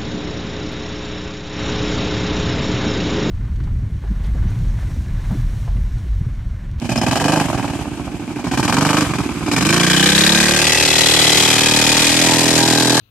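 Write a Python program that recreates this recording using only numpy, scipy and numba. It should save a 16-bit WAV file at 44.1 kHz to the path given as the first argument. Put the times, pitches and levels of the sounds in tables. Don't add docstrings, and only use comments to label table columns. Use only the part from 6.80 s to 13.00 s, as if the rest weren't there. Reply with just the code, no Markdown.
import sys
import numpy as np
from scipy import signal
from scipy.fft import rfft, irfft
from scipy.io import wavfile
from scipy.ndimage import uniform_filter1d
from numba import njit

SR = 44100
rng = np.random.default_rng(int(sys.argv[2]) if len(sys.argv) > 2 else 0)


def transcribe(u):
    v = np.clip(np.atleast_2d(u).T, -1, 1)
    q = np.round(v * 32767).astype(np.int16)
    wavfile.write(sys.argv[1], SR, q)


N = 273420

# share of the cycle at which it starts, travel time in ms,
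# relative strength in dB in the thud, boom, drone (airbox) and bark (header), dB added when the engine
CYCLE_PULSES = [(0, 7.21, -12, -9, 6, 8.5, 13.5, 0.25), (0, 15.2, 25, 18, 15.5, 15.5, -4, 0.55),
                (0.37, 6.266, 4, -7.5, -16, -10.5, 19.5, 1.3),
                (0.497, 5.95, -21, -25, 11.5, 12.5, -2, -0.63), (0.76, 7.66, -18, -11, -1, -8, -13, 1.7)]
# centre in Hz, width in Hz, level in dB.
HEADER_MODES = [(528, 139, 0.5), (645, 280, 3), (856, 180, 2.5), (1230, 420, -4.5)]
# start and end of the fade in, then of the fade out, in s.
BLIP_TOPS = [(.33, .45, 0.614, .65), (1.864, 1.99, 2.25, 2.27)]
NOTE_TAKEOVER = (2.71, 2.955)


def from_db(db):
    return 10 ** (np.asarray(db) / 20)


def rms_one(x):
    return x / np.sqrt(np.mean(x ** 2) + 1e-20)


def evened(x):
    power = uniform_filter1d(uniform_filter1d(x ** 2, size=SR // 5), size=SR // 5)
    return x / np.sqrt(power + 1e-20)


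def in_time(rows):
    s, *columns = np.transpose(rows)
    return [np.interp(np.arange(N) / SR, s, c) for c in columns]


def at_hz(points):
    hz, value = np.transpose(points)
    return np.interp(np.log(np.fft.rfftfreq(N, 1 / SR) + 1), np.log(hz), value)


def drift(rate_hz):
    r = np.exp(-80 * np.pi * rate_hz / SR)
    slow = signal.lfilter([1], [1, -2 * r, r * r], rng.standard_normal(N // 40 + 2002))[2000:]
    return np.interp(np.arange(N) / 40, np.arange(len(slow)), rms_one(slow))


def resonate(x, modes):
    out = 0
    for k, (hz, width_hz, db) in enumerate(modes):
        r = np.exp(-np.pi * width_hz / SR)
        poles = [1, -2 * r * np.cos(2 * np.pi * hz / SR), r * r]
        ring = (1 - r * r) / 2 * signal.lfilter([1, 0, -1], poles, x + 1e-18)
        out = out + (-1) ** k * from_db(db) * ring
    return out


@njit
def moving_ring(x, hz, width_hz, rate):
    out = np.zeros(len(x))
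    for i in range(2, len(x)):
        r = np.exp(-np.pi * width_hz[i] / rate)
        ring = 2 * r * np.cos(2 * np.pi * hz[i] / rate) * out[i - 1] - r * r * out[i - 2]
        out[i] = (1 - r * r) / 2 * (x[i] - x[i - 2]) + ring
    return out


def band(x, low_hz, high_hz):
    return signal.sosfilt(signal.butter(2, [low_hz, high_hz], "band", fs=SR, output="sos"), x)


def stereo_noise(spectrum_db):
    # frequency in Hz, likeness of left and right (0 unrelated, 1 equal).
    left_right_likeness = [(60, 0.19), (150, 0.11), (380, 0.82), (940, 0.66), (2340, 0.48), (5860, 0.037),
                           (14700, 0.043)]
    mid, side = rfft(rng.standard_normal((2, N)))
    alike = np.clip(at_hz(left_right_likeness), 0, 1)
    both = np.sqrt(1 + alike) * mid + np.sqrt(1 - alike) * side * [[1], [-1]]
    return rms_one(irfft(both * from_db(spectrum_db), N))


def struck(events, modes):
    clicks = np.zeros(N)
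    s, db = np.transpose(events)
    clicks[(s * SR).astype(int)] = from_db(db)
    one_click = resonate(signal.unit_impulse(SR // 10), modes)
    return resonate(clicks, modes) / np.abs(one_click).max()


def firings(cycle, share_late):
    number = np.floor(cycle - share_late).astype(int)
    starts = np.flatnonzero(np.diff(number, prepend=number[0] - 1))
    return number, starts[number - number[0]]


def by_course(rows):
    # time in s, tailpipe turned this way (about 0-1),
    # silencer under water (0-1).
    course = [(0, 0, 0), (2.75, 0.36, 0.08), (3.1, 0.74, 0), (3.4, 0.95, 0.3), (3.7, 0.93, 0.25),
              (4, 1, 0.48), (4.4, 1.02, 1), (5, 0.93, 0.7), (5.3, 1, 0.8), (5.65, 0.77, 0.9),
              (6.2, 0.66, 0.9)]
    turned, sunk = in_time(course)
    return [value + by_turn * turned + by_water * sunk for value, by_turn, by_water in rows]


def part_levels(per_s, throttle):
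    parts = {"thud": (-25, -7, -1.5, -4.5, 1), "boom": (-18, -7, -7.5, 3, -17),
             "drone": (-17, -4.5, -8, -1, 2.5), "bark": (-16, -11, -11.5, -6, 0.5),
             "crack": (-24, -7, -13, 8, -5), "rasp": (-33, -11, -9.5, 16, 1.5),
             "jet": (-23, -8.5, -17.5, 6.5, 2), "clatter": (-32.5, -17.5, 6, 10, 3)}
    pulling_per_s = 27.9
    slower = np.maximum(np.log2(pulling_per_s / per_s), 0)
    rows = parts.values()
    placed = by_course([(row[0], *row[3:]) for row in rows])
    return [db + row[1] * slower + row[2] * (1 - throttle) for row, db in zip(rows, placed)]


def clatter_and_water(db):
    # frequency in Hz, relative level in dB per Hz.
    wash_spectrum = [(530, -3), (900, -7.5), (2100, 3), (2420, 2), (2690, 3.5), (2990, 2), (4310, -5.5),
                     (6060, -4), (7580, -2), (9930, -6.5), (12900, -13.5), (14300, -24), (15000, -77)]
    sway_db = 1.2 * drift(2.2)
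    grain_db = 2.0 * drift(61)
    return from_db(db + sway_db + grain_db) * stereo_noise(at_hz(wash_spectrum))


def wood(x):
    # delay in ms, left level in dB, right level in dB.
    echoes = [(17.066, -16, -11), (30.7, -11.5, -93), (50.1, -38, -20), (70.6, -30, -52), (112, -53, -51)]
    dull = signal.lfilter([.3], [1, -.7], x)
    out = np.zeros((2, N))
    for ms, *db in echoes:
        lag = int(ms * SR / 1000)
        out[:, lag:] += from_db(db)[:, None] * dull[:, :-lag]
    return out


def ground(x):
    # time in s, delay in ms, level in dB.
    reflection = [(0, 0.63, -35), (1.7, 0.94, -29), (2.9, 0.75, -9), (3.3, 0.43, -28), (3.7, 0.49, -17),
                  (4.1, 1.46, -12), (4.4, 1.464, -10), (5.2, 1.66, -25), (5.8, 1.44, -17), (6.2, 1.6, -13)]
    ms, db = in_time(reflection)
    at = np.arange(N) - ms * SR / 1000
    return from_db(db) * np.array([np.interp(at, np.arange(N), side) for side in x])


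def metal_tinks():
    # time in s, peak level in dB.
    tinks = [(0.1191, -21), (0.1774, -11), (0.2149, -17), (0.3716, -17), (0.4874, -33), (0.5691, -25)]
    # pitch in Hz, width in Hz, level in dB.
    tink_modes = [(5170, 91, -1)]
    return struck(tinks, tink_modes)


def overrun_pops(throttle):
    # time in s, peak level in dB ahead of the band-pass.
    pops = [(0.684, -12), (0.7, -7.5), (0.73, -8), (0.796, -10), (0.843, -7.5), (1.055, -16), (1.196, -17),
            (1.278, -16), (1.419, -22), (1.593, -15), (2.335, -12), (2.398, -17), (2.617, -23),
            (2.679, -10)]
    small_per_s, small_db = 8, -22
    small = np.flatnonzero(rng.random(N) < small_per_s * (1 - throttle) / SR) / SR
    return band(struck(pops + [(s, small_db) for s in small], HEADER_MODES), 450, 1370)


def repeating_noise(cycle):
    turns_per_s = 0.5997
    _, start = firings(cycle, .012)
    patterns = rng.standard_normal((2, SR // 5))[:, np.arange(N) - start]
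    angle = 2 * np.pi * turns_per_s * np.arange(N) / SR
    return np.cos(angle) * patterns[0] + np.sin(angle) * patterns[1]


def jet_hiss(jet, again, shock, throttle):
    # frequency in Hz, relative level in dB per Hz.
    jet_spectrum = [(2530, -1.5), (4300, 3), (5240, 6), (5670, 1), (6040, 4), (8090, -0.5), (9130, -2.5),
                    (10300, -5.5), (12200, -10), (14300, -10.5), (14700, -31), (15000, -53)]
    spectrum_db = at_hz(jet_spectrum)
    repeated = rms_one(irfft(rfft(again) * from_db(spectrum_db), N))
    hiss = stereo_noise(spectrum_db) + from_db(-5.5) * throttle * repeated
    return jet * hiss + from_db(-17) * band(shock, 3200, 9800)


def outlet_rasp(puff):
    # centre in Hz, width in Hz, level in dB.
    outlet_modes = [(2995, 120, 1.4), (3333, 290, 4.2), (3947, 290, 8.3), (4630, 400, 2.1)]
    # time in s, dB added to each of the four.
    outlet_heard = [(0, 19, 5, 1.5, -0.6), (3.05, 5, 4, 0.5, 0), (3.22, 17, 6, 1.5, 0),
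                    (3.4, -5, -3, 1.5, 0.27), (3.8, -7, 0, -5, -0.2), (4.15, -8, -2, 1.5, -0.33),
                    (4.4, 7, 4, 3, -2), (4.7, -3, 2.5, -0.5, -1.8), (5.1, -9, 2.5, 0, -1.4),
                    (5.5, -4, 1, -1, 0.75), (6.2, -7, -4, 3.5, 0.28)]
    out = 0
    for k, (mode, db) in enumerate(zip(outlet_modes, in_time(outlet_heard))):
        out = out + (-1) ** k * from_db(db) * resonate(puff, [mode])
    return band(out, 2330, 6400)


def tailpipe_crack(blast, throttle):
    # time in s, centre of each of the three resonances in Hz.
    pipe_hz = [(0, 1633, 1980, 2474), (2.798, 1514, 1820, 2350), (3.3, 1600, 1820, 2365),
               (3.7, 1600, 1930, 2500), (4, 1620, 1960, 2630), (4.3, 1600, 1900, 2500),
               (4.6, 1660, 2070, 2470), (5, 1620, 1880, 2484), (5.6, 1620, 1880, 2470),
               (6.2, 1620, 1900, 2430)]
    pipe_widths = (90, 110, 130)
    # time in s, level of each in dB.
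    pipe_heard = [(0, -3, -11, -0.5), (0.549, 5.5, -1, 2.5), (1.4, -1, -7, -0.5), (2.15, 1, -4, -2),
                  (2.8, 2.5, -1, 3), (3.2, 1.5, -2, -3), (3.6, 7.5, 3, 2.5), (4, -1, 6.5, 7.5),
                  (4.4, -22, -3, -4.5), (4.8, -4, -8.5, 0), (5.2, -8, -3, -0.5), (5.6, -4.5, -0.5, 0),
                  (6.2, 11, -10, -5)]
    blur = 1 + 2.5 * (1 - throttle)
    out = 0
    for k, (hz, width_hz, db) in enumerate(zip(in_time(pipe_hz), pipe_widths, in_time(pipe_heard))):
        ring = np.array([moving_ring(side, hz, width_hz * blur, SR) for side in blast])
        out = out + (-1) ** k * from_db(db) * ring
    return evened(band(out, 1190, 4360))


def gas(cycle, per_s, throttle, levels_db):
    # share of the cycle, relative crack, rasp and jet level in dB.
    cycle_flow = [(0, 2.5, -23, 0), (0.014, 5.5, -8, -0.5), (.07, 0.5, -16, 5.5), (.13, -1.5, -3.5, 1.5),
                  (0.298, -6.5, 3.5, 0), (.36, 2.5, -56, -1.5), (.45, 1, -1.5, 4.5), (.62, -5, -1, 0),
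                  (.74, -16.5, -13, -6.5), (0.997, -18, -14, -15.5), (1, -2, -16, -5)]
    share, *flows_db = np.transpose(cycle_flow)
    firing_db = 1.03 * rng.standard_normal(int(cycle[-1]) + 2)[cycle.astype(int)]
    eddies_db = firing_db + 1.2 * drift(330)
    depth = .25 + .75 * throttle
    crack, rasp, jet = [evened(from_db(depth * np.interp((cycle - .012) % 1, share, db) + eddies_db))
                        for db in flows_db]
    opens = np.diff(np.floor(cycle - .02), prepend=0) > 0
    shock = throttle * np.sqrt(SR / per_s) * from_db(firing_db) * opens
    at_outlet = np.roll(shock, int(2.6 * SR / 1000))
    again = from_db(-4) * throttle * repeating_noise(cycle)
    blast = crack * (stereo_noise(0) + again) + from_db(-2.5) * shock
    puff = rasp * (stereo_noise(0) + again) + from_db(-4.5) * at_outlet
    layers = [tailpipe_crack(blast, throttle), outlet_rasp(puff), jet_hiss(jet, again, shock, throttle)]
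    return sum(from_db(db) * rms_one(x) for x, db in zip(layers, levels_db)), crack


def chirps(cycle, throttle):
    # time in s, top of the whistle in Hz, level in dB.
    whistle = [(0, 2700, -21), (.6, 2700, -16), (1.6, 2800, -21), (2.2, 3000, -14), (2.7, 3100, -17),
               (3.1, 3400, -13), (3.28, 3950, -3), (3.52, 4000, -3), (3.65, 3700, -14), (4.2, 3450, -8),
               (4.6, 3450, -8), (5.1, 3400, -14), (5.6, 3900, -17), (6.2, 4100, -16)]
    # dB left, then right.
    whistle_sides = [
        [2],
        [-8],
    ]
    start_hz, rise_ms, attack_ms, length_ms = 1300, 1.9, .4, 7.5
    shut_db, swell_db = -28, 26
    top_hz, db = in_time(whistle)
    firing, start = firings(cycle, .02)
    ms = (np.arange(N) - start) * 1000 / SR
    strong, sharp = rng.standard_normal((firing[-1] + 2, 2))[firing].T
    hz = top_hz * (1 + 0.027 * sharp) - (top_hz - start_hz) * np.exp(-ms / rise_ms)
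    turns = np.cumsum(hz) / SR
    shape = (1 - np.exp(-ms / attack_ms)) * np.exp(-(ms / length_ms) ** 4)
    level_db = db + shut_db * (1 - throttle) + swell_db * (hz / top_hz - 1)
    level_db = level_db + 0.8 * strong + 0.5 * drift(247)
    return from_db(level_db + whistle_sides) * shape * np.sin(2 * np.pi * (turns - turns[start]))


def takeover(blips=True):
    t = np.arange(N) / SR
    tops = sum(np.interp(t, span, [0, 1, 1, 0]) for span in BLIP_TOPS) if blips else 0
    return np.interp(t, NOTE_TAKEOVER, [0, 1]) + tops


def pulses(cycle, per_s, throttle, luck, uneven, column):
    out = np.zeros(N + SR)
    uneven_db, jitter_ms = .7 + 3 * uneven, .04 + .7 * uneven
    firing_shut_db = -0.5
    slow = np.clip((33 - per_s) / 8, 0, 1)
    for row, (early, strong) in zip(CYCLE_PULSES, luck[:, :, cycle.astype(int)]):
        at = np.flatnonzero(np.diff(np.floor(cycle - row[0])) > 0) + 1
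        late = np.maximum(row[1] + jitter_ms[at] * early[at], 0) * SR / 1000
        db = row[column] + uneven_db[at] * strong[at] + slow[at] * row[-2]
        if row[0] < .1:
            db = db + firing_shut_db * (1 - throttle[at])
        out[(at + late).astype(int)] += row[-1] * from_db(db)
    return out[:N]


def pressure_waves(cycle, per_s, throttle, flow, levels_db):
    # centre in Hz, width in Hz, level in dB.
    silencer_modes = [(76, 70, 2), (107.4, 24, 3)]
    # time in s, centre of boom, drone and bark in Hz.
    body_hz = [(0, 117, 235, 656), (.55, 142, 284, 860), (1.4, 140, 276, 850), (2.15, 130, 282, 1150),
               (2.8, 150, 280, 1010), (3.1, 170, 293, 920), (3.4, 190, 315, 855), (3.7, 198, 328, 560),
               (4, 160, 356, 530), (4.6, 146, 336, 520), (5, 139, 268, 710), (5.35, 135, 288, 620),
               (5.7, 142, 296, 680), (6.2, 143, 300, 760)]
    # Hz, Hz added when turned this way, Hz added under water.
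    body_widths = [(84, -30, 26), (77.5, 30, 95), (458, 118, -36)]
    # Thud, boom, drone and bark are each moved earlier by this many ms to make up for filter delay.
    earlier_ms = (10, 9, 7.5, 6)
    # time in s, level in dB against the bark.
    header_top = [(2.7, -4), (2.95, 1.5), (3.3, -6), (3.55, 1), (3.85, 0), (4.05, -4), (4.5, -8), (4.7, 2),
                  (5, -4), (5.5, -8), (6.2, -7)]
    uneven = np.clip((30 - per_s) / 30 + .6 * (1 - throttle), 0, 1)
    boom_hz, drone_hz, bark_hz = in_time(body_hz)
    boom_width, drone_width, bark_width = by_course(body_widths)
    bodies = [lambda x: band(resonate(x, silencer_modes), 19, 130),
              lambda x: band(moving_ring(x, boom_hz, boom_width, SR), 106, 220),
              lambda x: band(moving_ring(x, drone_hz, drone_width, SR), 160, 384),
              lambda x: band(moving_ring(resonate(x, HEADER_MODES), bark_hz, bark_width, SR), 370, 1380)]
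    shares = [(.02, .25), (.02, .3), (.06, .4), (.12, .75)]
    luck = rng.standard_normal((len(CYCLE_PULSES), 2, int(cycle[-1]) + 2))
    out = 0
    for k, (body, (even_share, uneven_share), db) in enumerate(zip(bodies, shares, levels_db)):
        clean = evened(body(pulses(cycle, per_s, throttle, luck, uneven, column=2 + k)))
        clean = np.roll(clean, -int(earlier_ms[k] * SR / 1000))
        rough = evened(body(flow * rng.standard_normal(N)))
        share = even_share + (uneven_share - even_share) * uneven
        even = takeover(blips=k < 3)
        rough_gain = np.sqrt(share) * from_db(-9 * even)
        out = out + from_db(db) * (np.sqrt(1 - share) * (1 - even) * clean + rough_gain * rough)
    return out + from_db(db + in_time(header_top)[0]) * even * band(clean, 976, 1410)


def clean_note(cycle, per_s):
    # multiple of the firing rate, relative level in dB.
    blipping_note = [(1, -44), (2, -20), (3, -15), (4, -6.5), (5, -7), (6, 1), (7, -4.5), (8, -2.5),
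                     (9, -5.5), (10, -7.5), (11, 1), (12, 1.5), (13, -8), (14, -8.5), (15, -25), (16, -13),
                     (17, -11.5), (18, -14), (19, -28), (20, -18), (21, -10), (22, -24), (23, -14),
                     (24, -31), (25, -22)]
    away_note = [(1, -32), (2, -17), (3, -18), (4, -7), (5, -5.5), (6, 2), (7, -17), (8, -2), (9, -11),
                 (10, -11), (11, -3.5), (12, -4), (13, -3.5), (14, -19), (15, -14), (16, -26), (17, -12),
                 (18, -26), (19, -13), (20, -20), (21, -10), (22, -29), (23, -23), (24, -23), (25, -16)]
    gaining_note = [(1, -23), (2, -16), (3, -21), (4, -11), (5, 0.5), (6, 0.5), (7, -15), (8, -17.5),
                    (9, -2), (10, -7), (11, -7.5), (12, -14), (13, -23), (14, -17), (15, -11.5), (16, -23),
                    (17, -16), (18, -28), (19, -23.5), (20, -28), (21, -27), (22, -26), (23, -19),
                    (24, -21), (25, -17.5)]
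    climbing_note = [(1, -14), (2, -12.5), (3, -14), (4, -5), (5, 1), (6, 0), (7, -9), (8, -25), (9, -1.5),
                     (10, -11), (11, -25), (12, -14), (13, -18), (14, -13), (15, -9), (16, -18), (17, -12),
                     (18, -24), (19, -29), (20, -11), (21, -19), (22, -18), (23, -15), (24, -23), (25, -15)]
    sunk_note = [(1, -14), (2, -5.5), (3, -2), (4, 0.5), (5, -1), (6, -20), (7, -1.5), (8, 2), (9, -2),
                 (10, 2.5), (11, -9), (12, -0.5), (13, -4), (14, -1.5), (15, -3.5), (16, -11), (17, -19),
                 (18, -9), (19, -10), (20, -2.5), (21, -6), (22, -3.5), (23, -7), (24, -10), (25, -27)]
    wading_note = [(1, -7), (2, -13), (3, -3.5), (4, -3), (5, -3.5), (6, -2), (7, 2), (8, -0.5), (9, -9.5),
                   (10, -3.5), (11, -18), (12, -6), (13, -6.5), (14, -5), (15, -12), (16, -7), (17, -17),
                   (18, -14), (19, -19), (20, -6), (21, -17), (22, -12), (23, -3), (24, -7), (25, -19)]
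    out_note = [(1, -17.5), (2, -21), (3, -5), (4, -4.5), (5, -9.5), (6, -4.5), (7, 1), (8, -3.5), (9, -7),
                (10, -6.5), (11, -13), (12, -8), (13, -17), (14, -8.5), (15, -20.5), (16, -9), (17, -13.5),
                (18, -11.5), (19, -13), (20, -11), (21, -12), (22, -12.5), (23, -10), (24, -20.5),
                (25, -15.5)]
    stage_times = (2.4, 2.9, 3.27, 3.62, 3.95, 4.55, 4.8, 5.1, 5.45)
    # time in s, level in dB.
    note_level = [(.4, -15.5), (.6, -16), (1.9, -14), (2.2, -16.5), (2.7, -9), (2.95, -14.5), (3.4, -15.5),
                  (3.72, -16), (3.95, -21), (4.5, -19), (4.94, -17.5), (5.26, -19), (5.54, -15.5),
                  (6.2, -15)]
    # time in s, spread in dB.
    upper_waver = [(2.7, 5), (3.5, 4), (3.9, 2), (4.6, 1), (5.1, 1), (5.3, 5), (6.2, 4)]
    late_ms, blip_late_ms = 8.8, 2.5
    lows_late_ms = 22.26
    wander_cycles = .0016

    stages = (blipping_note, away_note, gaining_note, climbing_note, sunk_note, wading_note, out_note)
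    logs = np.log(from_db([np.transpose(rows)[1] for rows in stages]))
    logs = logs - np.log(np.sum(np.exp(2 * logs), axis=1, keepdims=True) / 2) / 2
    padded = np.pad(logs, ((0, 0), (1, 8)), mode="edge")
    mirrored = np.hstack([padded, padded[:, -2:0:-1]])
    phases = -signal.hilbert(mirrored).imag[:, 1:]
    phases[0] = phases[0] * 1.15

    t = np.arange(N) / SR
    stage = [0, 1, 2, 3, 4, 4, 5, 5, 6]
    waver_db = in_time(upper_waver)[0]
    blipping = np.interp(t, (BLIP_TOPS[-1][-1], NOTE_TAKEOVER[0]), [1, 0])
    turns = cycle - (late_ms + blip_late_ms * blipping) / 1000 * per_s + wander_cycles * drift(12)
    count = logs.shape[1]
    out = 0
    for k in range(count):
        unsteady_db = (0.77 + waver_db * (k / count) ** 2) * drift(5.7)
        gain = np.exp(np.interp(t, stage_times, logs[stage, k])) * from_db(unsteady_db)
        lag = lows_late_ms / 1000 * per_s * np.log(k + 1)
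        phase = np.interp(t, stage_times, phases[stage, k])
        out = out + gain * np.cos(2 * np.pi * ((k + 1) * turns - lag) + phase)
    return takeover() * from_db(in_time(note_level)[0]) * out


def scene():
    # time in s, firings per second.
    speed = [(0.0, 12.15), (0.11, 14.63), (0.27, 21.13), (0.54, 26.23), (0.78, 20.12), (1.37, 12.4),
             (1.62, 12.06), (1.96, 23.83), (2.18, 25.89), (2.51, 16.68), (2.7, 19.08), (2.94, 28.04),
             (3.56, 36.78), (3.99, 38.52), (4.75, 38.25), (5.13, 39.0), (5.39, 41.79), (5.72, 40.77),
             (6.2, 41.19)]
    # time in s, throttle opening (0-1).
    throttle_moves = [(0, 0.25), (.09, 0.98), (.61, 0.89), (.67, 0), (.75, 0.56), (.86, 0.44), (1.1, 0.05),
                      (1.5, 0.25), (1.63, 0.61), (1.76, 0.99), (2.22, 0.91), (2.27, 0.28), (2.36, 0.65),
                      (2.47, 0.3), (2.63, 0.25), (2.72, 1), (6.2, 0.99)]
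    # time in s, added dB.
    drone_swell = [(0, -1), (1.3, 1), (2.2, 0), (2.9, 2.5), (3.3, 10), (3.6, 5), (4.2, 1), (4.7, 0),
                   (5.35, -6), (5.6, 5), (6.2, 8)]
    # time in s, added dB.
    bark_swell = [(0, -1), (.6, 0.5), (1.2, 0), (1.7, 1), (2.3, 0.5), (2.9, -0.5), (3.6, 2), (4.3, 0),
                  (5.1, 0), (5.35, 4), (5.55, 1), (5.9, 1), (6.2, 7)]
    per_s = in_time(speed)[0]
    throttle = np.clip(in_time(throttle_moves)[0], 0, 1)
    cycle = .81 + np.cumsum(per_s) / SR
    levels_db = part_levels(per_s, throttle)
    levels_db[2] = levels_db[2] + in_time(drone_swell)[0]
    levels_db[3] = levels_db[3] + in_time(bark_swell)[0]
    hiss, flow = gas(cycle, per_s, throttle, levels_db[4:7])
    hiss = hiss + chirps(cycle, throttle)
    engine = pressure_waves(cycle, per_s, throttle, flow, levels_db[:4]) + hiss
    engine = engine + overrun_pops(throttle) + metal_tinks()
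    around = ground(hiss) + wood(engine) + clatter_and_water(levels_db[7])
    return engine + clean_note(cycle, per_s) + around


def low_pass(x):
    return signal.sosfilt(signal.butter(12, 15260, fs=SR, output="sos"), x)


def record(dry):
    # frequency in Hz, left level over right in dB.
    left_over_right = [(60, -7), (110, -5), (200, -4), (380, -3), (690, -3.5), (1270, -1.5), (2340, -1.5),
                       (4320, 4), (7960, 7), (14700, -5.5)]
    # frequency in Hz, phase by which left leads right in radians.
    left_leads = [(3100, 0), (4000, 3.5), (5300, 6.5), (8500, 13.5), (11000, 19.5), (15000, 26)]
    sides = np.array([[1], [-1]])
    tilt = from_db(at_hz(left_over_right) / 2 * sides)
    phase_lead = np.exp(.5j * at_hz(left_leads) * sides)
    x = irfft(rfft(dry) * tilt * phase_lead, N)
    x = signal.sosfilt(signal.butter(3, 46, "high", fs=SR, output="sos"), x)
    rounded = 0.96 * np.tanh(x / 1.071)
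    x = signal.sosfilt(signal.cheby2(12, 70, 15100, fs=SR, output="sos"), rounded)
    return low_pass(np.clip(x, -1, 1))


dry = scene()
out = record(dry)
transcribe(out)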